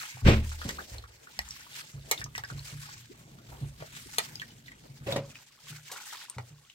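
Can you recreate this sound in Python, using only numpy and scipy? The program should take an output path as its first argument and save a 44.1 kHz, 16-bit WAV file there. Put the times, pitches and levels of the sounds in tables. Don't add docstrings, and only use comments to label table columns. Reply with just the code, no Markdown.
import sys
import numpy as np
from scipy import signal
from scipy.io import wavfile
from scipy.ndimage import map_coordinates

SR = 44100
rng = np.random.default_rng(int(sys.argv[2]) if len(sys.argv) > 2 else 0)


def materialize(psi):
    bounded = np.clip(np.atleast_2d(psi).T, -1, 1)
    quanta = np.round(bounded * 32767).astype(np.int16)
    wavfile.write(sys.argv[1], SR, quanta)


N = 297234

# t/s, swish level/dB, slosh level/dB
STIRRING = [(0.0, -40, -74), (0.2, -50.5, -79), (0.36, -50, -69.5), (0.82, -48, -54), (1.05, -59.5, -67.5),
            (1.28, -58, -63.5), (1.55, -48.5, -76.5), (2.0, -56, -66), (2.31, -62.5, -67.5),
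            (2.6, -55.5, -69), (2.95, -52.5, -81), (3.2, -60, -65), (3.7, -57, -63.5), (4.2, -47, -69.5),
            (4.5, -58, -65.5), (5.0, -59.5, -70), (5.3, -55, -58.5), (5.5, -60.5, -81), (5.8, -50.5, -70),
            (6.22, -48, -73), (6.42, -61, -62), (6.74, -62.5, -84.5)]
# middle of rise t/s, hold from there/s, swish level/dB, slosh level/dB
SPLASHES = [(0.413, 0.23, -53, -81), (0.628, 0.073, -40, -63), (0.901, 0.044, -45.5, -52),
            (1.533, .07, -53, -68.5), (1.71, 0.1, -42.5, -66), (2.051, 0.15, -49.5, -55.5),
            (2.333, 0.062, -47.5, -81), (2.454, 0.16, -52, -62.5), (2.607, 0.12, -46.5, -62.5),
            (2.785, 0.16, -46, -67.5), (3.315, 0.026, -68.5, -52.5), (3.484, 0.11, -59.5, -51.5),
            (3.929, 0.042, -43, -60), (4.122, 0.13, -48.5, -80), (4.833, 0.027, -73, -48.5),
            (5.075, 0.049, -40, -38.5), (5.631, 0.14, -48, -65.5), (5.853, 0.18, -49.5, -67.5),
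            (6.079, 0.067, -42.5, -68)]
SPLASH_RISE_S, SPLASH_T60_S = 0.098, 0.14
# f/Hz, level/dB per Hz
SWISH_SPECTRUM = [(600, -60), (1000, -25), (1500, -8), (2500, -8), (4000, -8), (7500, -9), (12000, -12.5),
                  (16000, -25.5)]
# f/Hz, level/dB per Hz
SLOSH_SPECTRUM = [(150, -26), (300, -2), (550, 0.5), (1000, -9), (2500, -26)]
# f/Hz, likeness (0 to 1)
LIKENESS = [(100, 0.72), (300, 0.085), (700, 0.067), (2000, 0.02), (12000, 0.067)]
FIZZ_DB, FIZZ_PER_S, FIZZ_CYCLES = -8, 380, 18
# t/s, lag of the right port/ms, gain of the far
# rumble/dB
LAG_AND_RUMBLE = [(0, 0.25, 18), (1.2, 0.23, 19), (4.95, 0.31, 27), (5.0, -0.3, 29.5), (5.3, 0.081, 29),
                  (5.45, 0.0064, 11.5), (6.74, 0.051, 13.5)]
# f/Hz, width/Hz, level before the gain/dB
RUMBLE_MODES = [(56.5, 13, -98), (128.2, 41, -84), (220, 20, -96)]
RUMBLE_LUMPS_DB = 3

# t/s, relative level/dB, starting f/Hz
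DROPS = [(0.057, -59, 1310), (0.171, -54, 796), (0.518, -48.5, 1310), (0.616, -42.5, 1360),
         (0.974, -57, 793), (0.982, -45.5, 4180), (1.039, -50.5, 1290), (1.271, -52, 1404),
         (1.488, -48, 6900), (1.507, -40, 5560), (1.607, -52, 5700), (2.177, -44, 3520),
         (2.206, -45.5, 5140), (2.215, -40.5, 1754), (2.241, -39, 6020), (2.261, -51, 1126),
         (2.351, -40, 1950), (2.359, -45, 5730), (2.437, -39.5, 1650), (2.448, -50.5, 4940),
         (2.501, -46, 1390), (2.592, -47.5, 4280), (3.386, -61.5, 1310), (3.823, -45.5, 596),
         (4.355, -43, 4840), (4.397, -43, 3240), (4.417, -41.5, 1790), (4.505, -55.5, 2900),
         (4.66, -58, 3680), (4.681, -50.5, 1940), (4.718, -51.5, 2060), (5.124, -36, 3680),
         (5.305, -57, 2530), (5.355, -49.5, 2480), (5.961, -52, 1330), (6.298, -37.5, 8480),
         (6.699, -55, 2870)]
DROP_T60_S, DROP_SHRINK = 0.024, 0.34
DROP_ROOM_DB = -8.5
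ROOM_T60_S, WALL_CUT_HZ = 0.098, 2850
# start t/s, end t/s, f/Hz, mean level/dB
SQUEAK = (.075, .15, 2185, -50)

# t/s, ring level/dB, ring f/Hz, deep thump level/dB, ring t60/s
THUDS = [(0.143, -40.5, 126, -67, 0.33), (0.219, -27, 112, -54, 0.5), (0.654, -28.5, 114, -40.5, 0.14),
         (0.912, -41.5, 107, -37, 0.68), (1.368, -49, 196.4, -41.5, 0.31),
         (1.939, -34.5, 137.7, -44.5, 0.41), (2.196, -31, 114, -45.5, 0.083), (2.242, -35, 140, -67, 0.22),
         (2.36, -45, 118.3, -50, 0.9), (2.511, -27.5, 130, -45, 0.13), (2.548, -31.5, 139.3, -49, 0.34),
         (2.724, -35, 145, -50, 0.48), (2.96, -48.5, 119, -65, 0.59), (3.483, -44, 136, -43.5, 0.6),
         (3.612, -24, 140.4, -39, 0.25), (3.801, -34.5, 147.5, -64, 0.16), (4.023, -51.5, 99, -53, 0.26),
         (4.894, -37.5, 137, -63, 0.22), (5.009, -36, 135, -53, 0.17), (5.063, -29.5, 113, -55, 0.19),
         (5.119, -25.5, 130, -65, 0.19), (5.173, -28, 139.6, -64, 0.23), (5.634, -53, 147, -70, 0.39),
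         (5.699, -38.5, 150, -60, 0.44), (6.365, -30, 122, -64, 0.25), (6.505, -42.5, 146.5, -61, 0.33)]
DEEP_HZ, DEEP_T60_S = 51.8, 0.49
PUFF_DB, PUFF_T60_S = -14, 0.17
# t/s, push level/dB, rise/s, t60/s, relative rattle level/dB, relative low body level/dB
BLOWS = [(0.243, -11, 0.043, 0.27, -0.5, -1.5), (0.644, -41.5, 0.008, 0.43, -10, -2),
         (5.061, -20, 0.01, 0.32, -21, -24), (5.129, -29, 0.0051, 0.19, -22, -18),
         (5.159, -15, 0.0014, 0.13, -21.5, -24.5)]
# f/Hz, level/dB per Hz
RATTLE_SPECTRUM = [(150, 10.5), (320, 17.5), (700, -2.5), (1300, 11), (2200, 17), (4500, 1.5), (9600, -25),
                   (14000, -84.5)]
# f/Hz, width/Hz, relative level/dB
HOLLOW_MODES = [(175.4, 48, 5), (217.2, 6.2, -1), (278.3, 31, -6.5), (355, 30, -8)]
# f/Hz, width/Hz, relative level/dB
VESSEL_MODES = [(480, 50, -13), (557, 21, 5.5), (642, 43, -11), (948, 33, -13)]
# f/Hz, width/Hz, relative level/dB
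ROOM_MODES = [(26.8, 3, -6), (66.3, 5, -2.5), (75, 2.46, -1), (113, 4.3, -2)]

# t/s, level/dB, favoured f/Hz, relative treble level/dB, relative low knock level/dB,
# decay constant of the rattle/s, share sent to the room/dB
CRACKS = [(0.69, -21, 3040, -32, -37, 0.0029, -5), (1.39, -13, 3250, -35, -16.5, 0.0012, -12),
          (2.112, -13, 4800, -0.5, -7, 0.0048, -4.5), (2.379, -21.5, 2680, -31, -12, 0.0017, -7),
          (3.802, -39, 1420, -12, -8, 0.01, -4.5), (4.183, -9.5, 1900, -2.5, -15.5, 0.0026, -5.5),
          (5.163, -25, 2960, -29, -6.5, 0.003, -3.5), (5.915, -36.5, 3500, 4, -4, 0.018, -6),
          (6.383, -27, 1900, -32, -2.5, 0.0023, -6.5)]
# f/Hz, relative strength/dB, t60/s
BASIN_MODES = [(1066, -18, 0.12), (1318, 5, 0.013), (1980, 10, 0.017), (2149, 8, 0.02), (2900, -5, 0.045),
               (3350, -7.5, 0.029), (4190, -3, 0.06), (4930, -12.5, 0.03), (6220, -18, 0.052)]
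CRACK_RING_DB = -2
FAVOUR_DB_PER_OCT2 = 3.0
KNOCK_HZ, KNOCK_WIDTH_HZ = 800, 750
# t/s, level/dB, from f/Hz, to f/Hz, length/s
BLOOPS = [(0.784, -32.5, 990, 1910, 0.013), (0.785, -45, 750, 855, 0.016), (3.094, -45.5, 264, 428, 0.025),
          (4.058, -46.5, 290, 372, 0.011)]
CUTOFF_HZ = 16700


def amp(db):
    return 10 ** (np.asarray(db) / 20)


def rms_one(x):
    return x / np.sqrt(np.mean(x ** 2) + 1e-20)


def in_time(rows):
    s, *columns = np.transpose(rows)
    return [np.interp(np.arange(N) / SR, s, column) for column in columns]


def at_hz(points, hz):
    table_hz, values = np.transpose(points)
    return np.interp(np.log(hz), np.log(table_hz + 1), values)


def drift(rate):
    r = np.exp(-40 * np.pi * rate / SR)
    white = rng.standard_normal(N // 20 + 2002)
    slow = signal.lfilter([1], [1, -2 * r, r * r], white)[2000:]
    return np.interp(np.arange(N) / 20, np.arange(len(slow)), rms_one(slow - slow.mean()))


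def resonance(x, hz, width_hz):
    r = np.exp(-np.pi * width_hz / SR)
    poles = [1, -2 * r * np.cos(2 * np.pi * hz / SR), r * r]
    return signal.lfilter([(1 - r * r) / 2, 0, (r * r - 1) / 2], poles, x)


def modes(x, table):
    return sum(amp(db) * rms_one(resonance(x, hz, width)) for hz, width, db in table)


def banded(spectrum, white, patchy_db):
    out, together = 0, drift(25)
    edges = 125 * 2 ** np.arange(0, 7.3, .5)
    for k, (low, high) in enumerate(zip(edges, edges[1:])):
        band = signal.butter(2, [low, high], "band", fs=SR, output="sos")
        mid, side = signal.sosfilt(band, white[k % 2])
        hz = np.sqrt(low * high)
        alike = np.clip(at_hz(LIKENESS, hz), 0, 1)
        flicker = patchy_db * (1.23 * together + drift(9.4))
        stereo = np.sqrt(1 + alike) * mid + np.sqrt(1 - alike) * side * [[1], [-1]]
        out = out + amp(at_hz(spectrum, hz) + flicker) * stereo
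    return rms_one(out)


def add(out, s, sound, pan_db):
    at = round(s * SR)
    out[:, at:at + len(sound)] += amp([[pan_db / 2], [-pan_db / 2]]) * sound[:N - at]


def water_levels():
    t, power = np.arange(N) / SR, amp(in_time(STIRRING)) ** 2
    for start, hold, *dbs in SPLASHES:
        rise = np.clip((t - start) / SPLASH_RISE_S + .5, 0, 1) ** 2
        fall = np.clip(t - start - hold, 0, 1)
        shape = rise * amp(-60 * fall / SPLASH_T60_S)
        power = power + np.outer(amp(dbs), shape) ** 2
    return np.sqrt(power)


def spray(per_s, spread_db, bed):
    sizes = amp(spread_db * np.minimum(rng.exponential(1, (2, 2, N)), 2.5))
    born = rng.random(N) < per_s / SR
    return rng.standard_normal((2, 2, N)) * (bed + born * sizes)


def bubbles(per_s, cycles, low_hz, high_hz):
    sizes = amp(6 * np.minimum(rng.exponential(1, N), 2.5)) * rng.choice([-1, 1], N)
    born = rng.random(N) < per_s * amp(4.0 * drift(6)) / SR
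    pitches, dealt = np.geomspace(low_hz, high_hz, 14), rng.integers(0, 14, N)
    out = 0
    for k, (hz, pan) in enumerate(zip(pitches, rng.normal(0, 1.5, 14))):
        impulses = sizes * born * (dealt == k) + 1e-18
        ring = resonance(impulses, hz, hz / cycles) / np.sqrt(hz)
        out = out + amp([[pan], [-pan]]) * ring
    return rms_one(out)


def water():
    bright, dull = water_levels()
    swish = banded(SWISH_SPECTRUM, spray(per_s=3000, spread_db=5.0, bed=0.65), patchy_db=1.95)
    slosh = banded(SLOSH_SPECTRUM, rng.standard_normal((2, 2, N)), patchy_db=2.5)
    fizz = amp(FIZZ_DB) * bubbles(FIZZ_PER_S, FIZZ_CYCLES, low_hz=853, high_hz=4800)
    gulps = amp(-12) * bubbles(per_s=99, cycles=13.0, low_hz=256, high_hz=870)
    return bright * (swish + fizz) + dull * (slosh + gulps)


def far_rumble():
    dull = signal.sosfilt(signal.butter(2, 300, fs=SR, output="sos"), rng.standard_normal(N))
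    gain = amp(in_time(LAG_AND_RUMBLE)[1] + RUMBLE_LUMPS_DB * drift(1.7))
    hiss = amp(-92.5) * rng.standard_normal((2, N))
    return gain * modes(dull, RUMBLE_MODES) + hiss


def drops():
    out, t = np.zeros((2, N)), np.arange(SR // 10) / SR
    splashes = rng.standard_normal((len(DROPS), len(t)))
    sides = rng.normal(1, 2.5, len(DROPS))
    for (s, db, hz), noise, pan in zip(DROPS, splashes, sides):
        t60 = DROP_T60_S * (1000 / hz) ** DROP_SHRINK
        chirp = np.sin(2 * np.pi * hz * t * (1 + 4.3 * t))
        bubble = chirp * amp(-60 * t / t60) * (1 - np.exp(-t / 0.00063))
        splash = rms_one(resonance(noise, hz, 0.25 * hz)) * amp(-60 * t / (1.5 * t60))
        tick = rms_one(resonance(noise, min(1.5 * hz, 12000), 6.0 * hz)) * amp(-60 * t / .012)
        add(out, s, amp(db) * (5.63 * bubble + 2.2 * splash + 0.15 * tick), pan)
    return out


def room(x):
    t = np.arange(SR // 2) / SR
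    noise = rng.standard_normal((2, 2, len(t))) * np.minimum(t / .005, 1)
    dull = signal.sosfilt(signal.butter(1, WALL_CUT_HZ, fs=SR, output="sos"), noise[0])
    tail = dull * amp(-60 * t / ROOM_T60_S) + .5 * noise[1] * amp(-60 * t / (0.6 * ROOM_T60_S))
    return signal.fftconvolve(x[None], tail / np.sqrt(np.sum(tail[0] ** 2)), axes=1)[:, :N]


def squeak():
    start, end, hz, db = SQUEAK
    t = np.arange(N) / SR
    gate = np.clip(np.minimum(t - start, end - t) / .006, 0, 1)
    return amp(db + 3 * drift(60)) * gate * np.sin(2 * np.pi * hz * t)


def floor():
    out, t = np.zeros((2, N)), np.arange(SR // 2) / SR
    phases = rng.uniform(0, 2 * np.pi, (len(THUDS), 2))
    puffs = resonance(rng.standard_normal((len(THUDS), len(t))), 190, 87)
    turn = 2 * np.pi * t
    for (s, db, hz, deep_db, t60), (near, deep), noise in zip(THUDS, phases, puffs):
        ring = np.sin(hz * turn) + 0.48 * np.sin(0.786 * hz * turn + near)
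        thump = np.sin(DEEP_HZ * turn + deep) + 1.16 * np.sin(1.34 * DEEP_HZ * turn + near)
        sound = amp(db - 60 * t / t60) * ring * (1 - np.exp(-t / .009))
        sound = sound + amp(deep_db - 60 * t / DEEP_T60_S) * thump * (1 - np.exp(-t / .03))
        puff = rms_one(noise) * (1 - np.exp(-t / 0.011))
        sound = sound + amp(db + PUFF_DB - 60 * t / PUFF_T60_S) * puff
        add(out, s, sound, 1.6 * np.cos(deep))
    return out


def blows():
    t, (force, rattle, low) = np.arange(N) / SR, np.zeros((3, N))
    for s, db, rise, t60, rattle_db, low_db in BLOWS:
        after = np.maximum(t - s, 0)
        push = amp(db) * np.minimum(after / rise, 1) ** 2 * amp(-60 * np.minimum(after / t60, 3))
        force = force + push
        rattle = rattle + amp(rattle_db) * push
        low = low + amp(low_db) * push

    def body(push, table):
        return modes(push * rng.standard_normal(N), table) * np.sqrt(np.mean(push ** 2))

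    rough = banded(RATTLE_SPECTRUM, rng.standard_normal((2, 2, N)), patchy_db=-1.8)
    since = t - BLOWS[0][0]
    slam = np.exp(-((since - .022) / 0.0015) ** 2) - 0.5 * np.exp(-((since - .008) / 0.0056) ** 2)
    bodies = amp(-2.0) * body(low, HOLLOW_MODES) + amp(-16) * body(force, VESSEL_MODES)
    return rattle * rough + bodies + amp(-40.0) * modes(slam, ROOM_MODES)


def peak_one(x):
    return x / np.abs(x).max()


def cracks():
    (out, sent), t = np.zeros((2, 2, N)), np.arange(SR // 4) / SR
    rattles = rng.standard_normal((len(CRACKS), len(t)))
    strengths = rng.normal(0, 3.0, (len(CRACKS), len(BASIN_MODES)))
    bright = signal.butter(1, [5000, 11000], "band", fs=SR, output="sos")
    for (s, db, favoured_hz, treble_db, knock_db, decay, room_db), noise, luck in zip(CRACKS, rattles, strengths):
        rattle = noise * np.exp(-t / decay) * (1 - np.exp(-t / .0005))
        ring = 0
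        for (hz, level, t60), chance in zip(BASIN_MODES, luck):
            strike_db = level + chance - FAVOUR_DB_PER_OCT2 * np.log2(hz / favoured_hz) ** 2
            width_hz = np.log(1000) / np.pi / t60
            ring = ring + amp(strike_db) * t60 * resonance(rattle, hz, width_hz)
        snap = peak_one(resonance(rattle, favoured_hz, 1.4 * favoured_hz))
        strike = peak_one(amp(CRACK_RING_DB) * peak_one(ring) + snap)
        treble = amp(treble_db) * signal.sosfilt(bright, rattle)
        knock = resonance(resonance(rattle, KNOCK_HZ, KNOCK_WIDTH_HZ), KNOCK_HZ, KNOCK_WIDTH_HZ)
        sound = amp(db) * (strike + treble + amp(knock_db) * peak_one(knock))
        add(out, s, sound, 1.5)
        add(sent, s, amp(room_db) * sound, 0)
    return out, sent


def bloops():
    out = np.zeros((2, N))
    for s, db, from_hz, to_hz, length in BLOOPS:
        u = np.arange(int(length * SR)) / (length * SR)
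        phase = 2 * np.pi * np.cumsum(from_hz + (to_hz - from_hz) * u) / SR
        add(out, s, amp(db) * np.sqrt(np.sin(np.pi * u)) * np.sin(phase), 1)
    return out


def scene():
    near = drops() + bloops()
    hard, sent = cracks()
    left, right = water() + far_rumble() + near + squeak() + floor() + blows() + hard
    late = np.arange(N) - in_time(LAG_AND_RUMBLE)[0] * SR / 1000
    direct = np.array([left, map_coordinates(right, [late], order=3, mode="nearest")])
    return direct + room((sent + amp(DROP_ROOM_DB) * near).mean(0))


def record(dry):
    dipped = dry - .75 * resonance(dry, 10200, 2200)
    return signal.sosfilt(signal.cheby2(14, 60, CUTOFF_HZ, fs=SR, output="sos"), dipped)


dry = scene()
out = record(dry)
materialize(out)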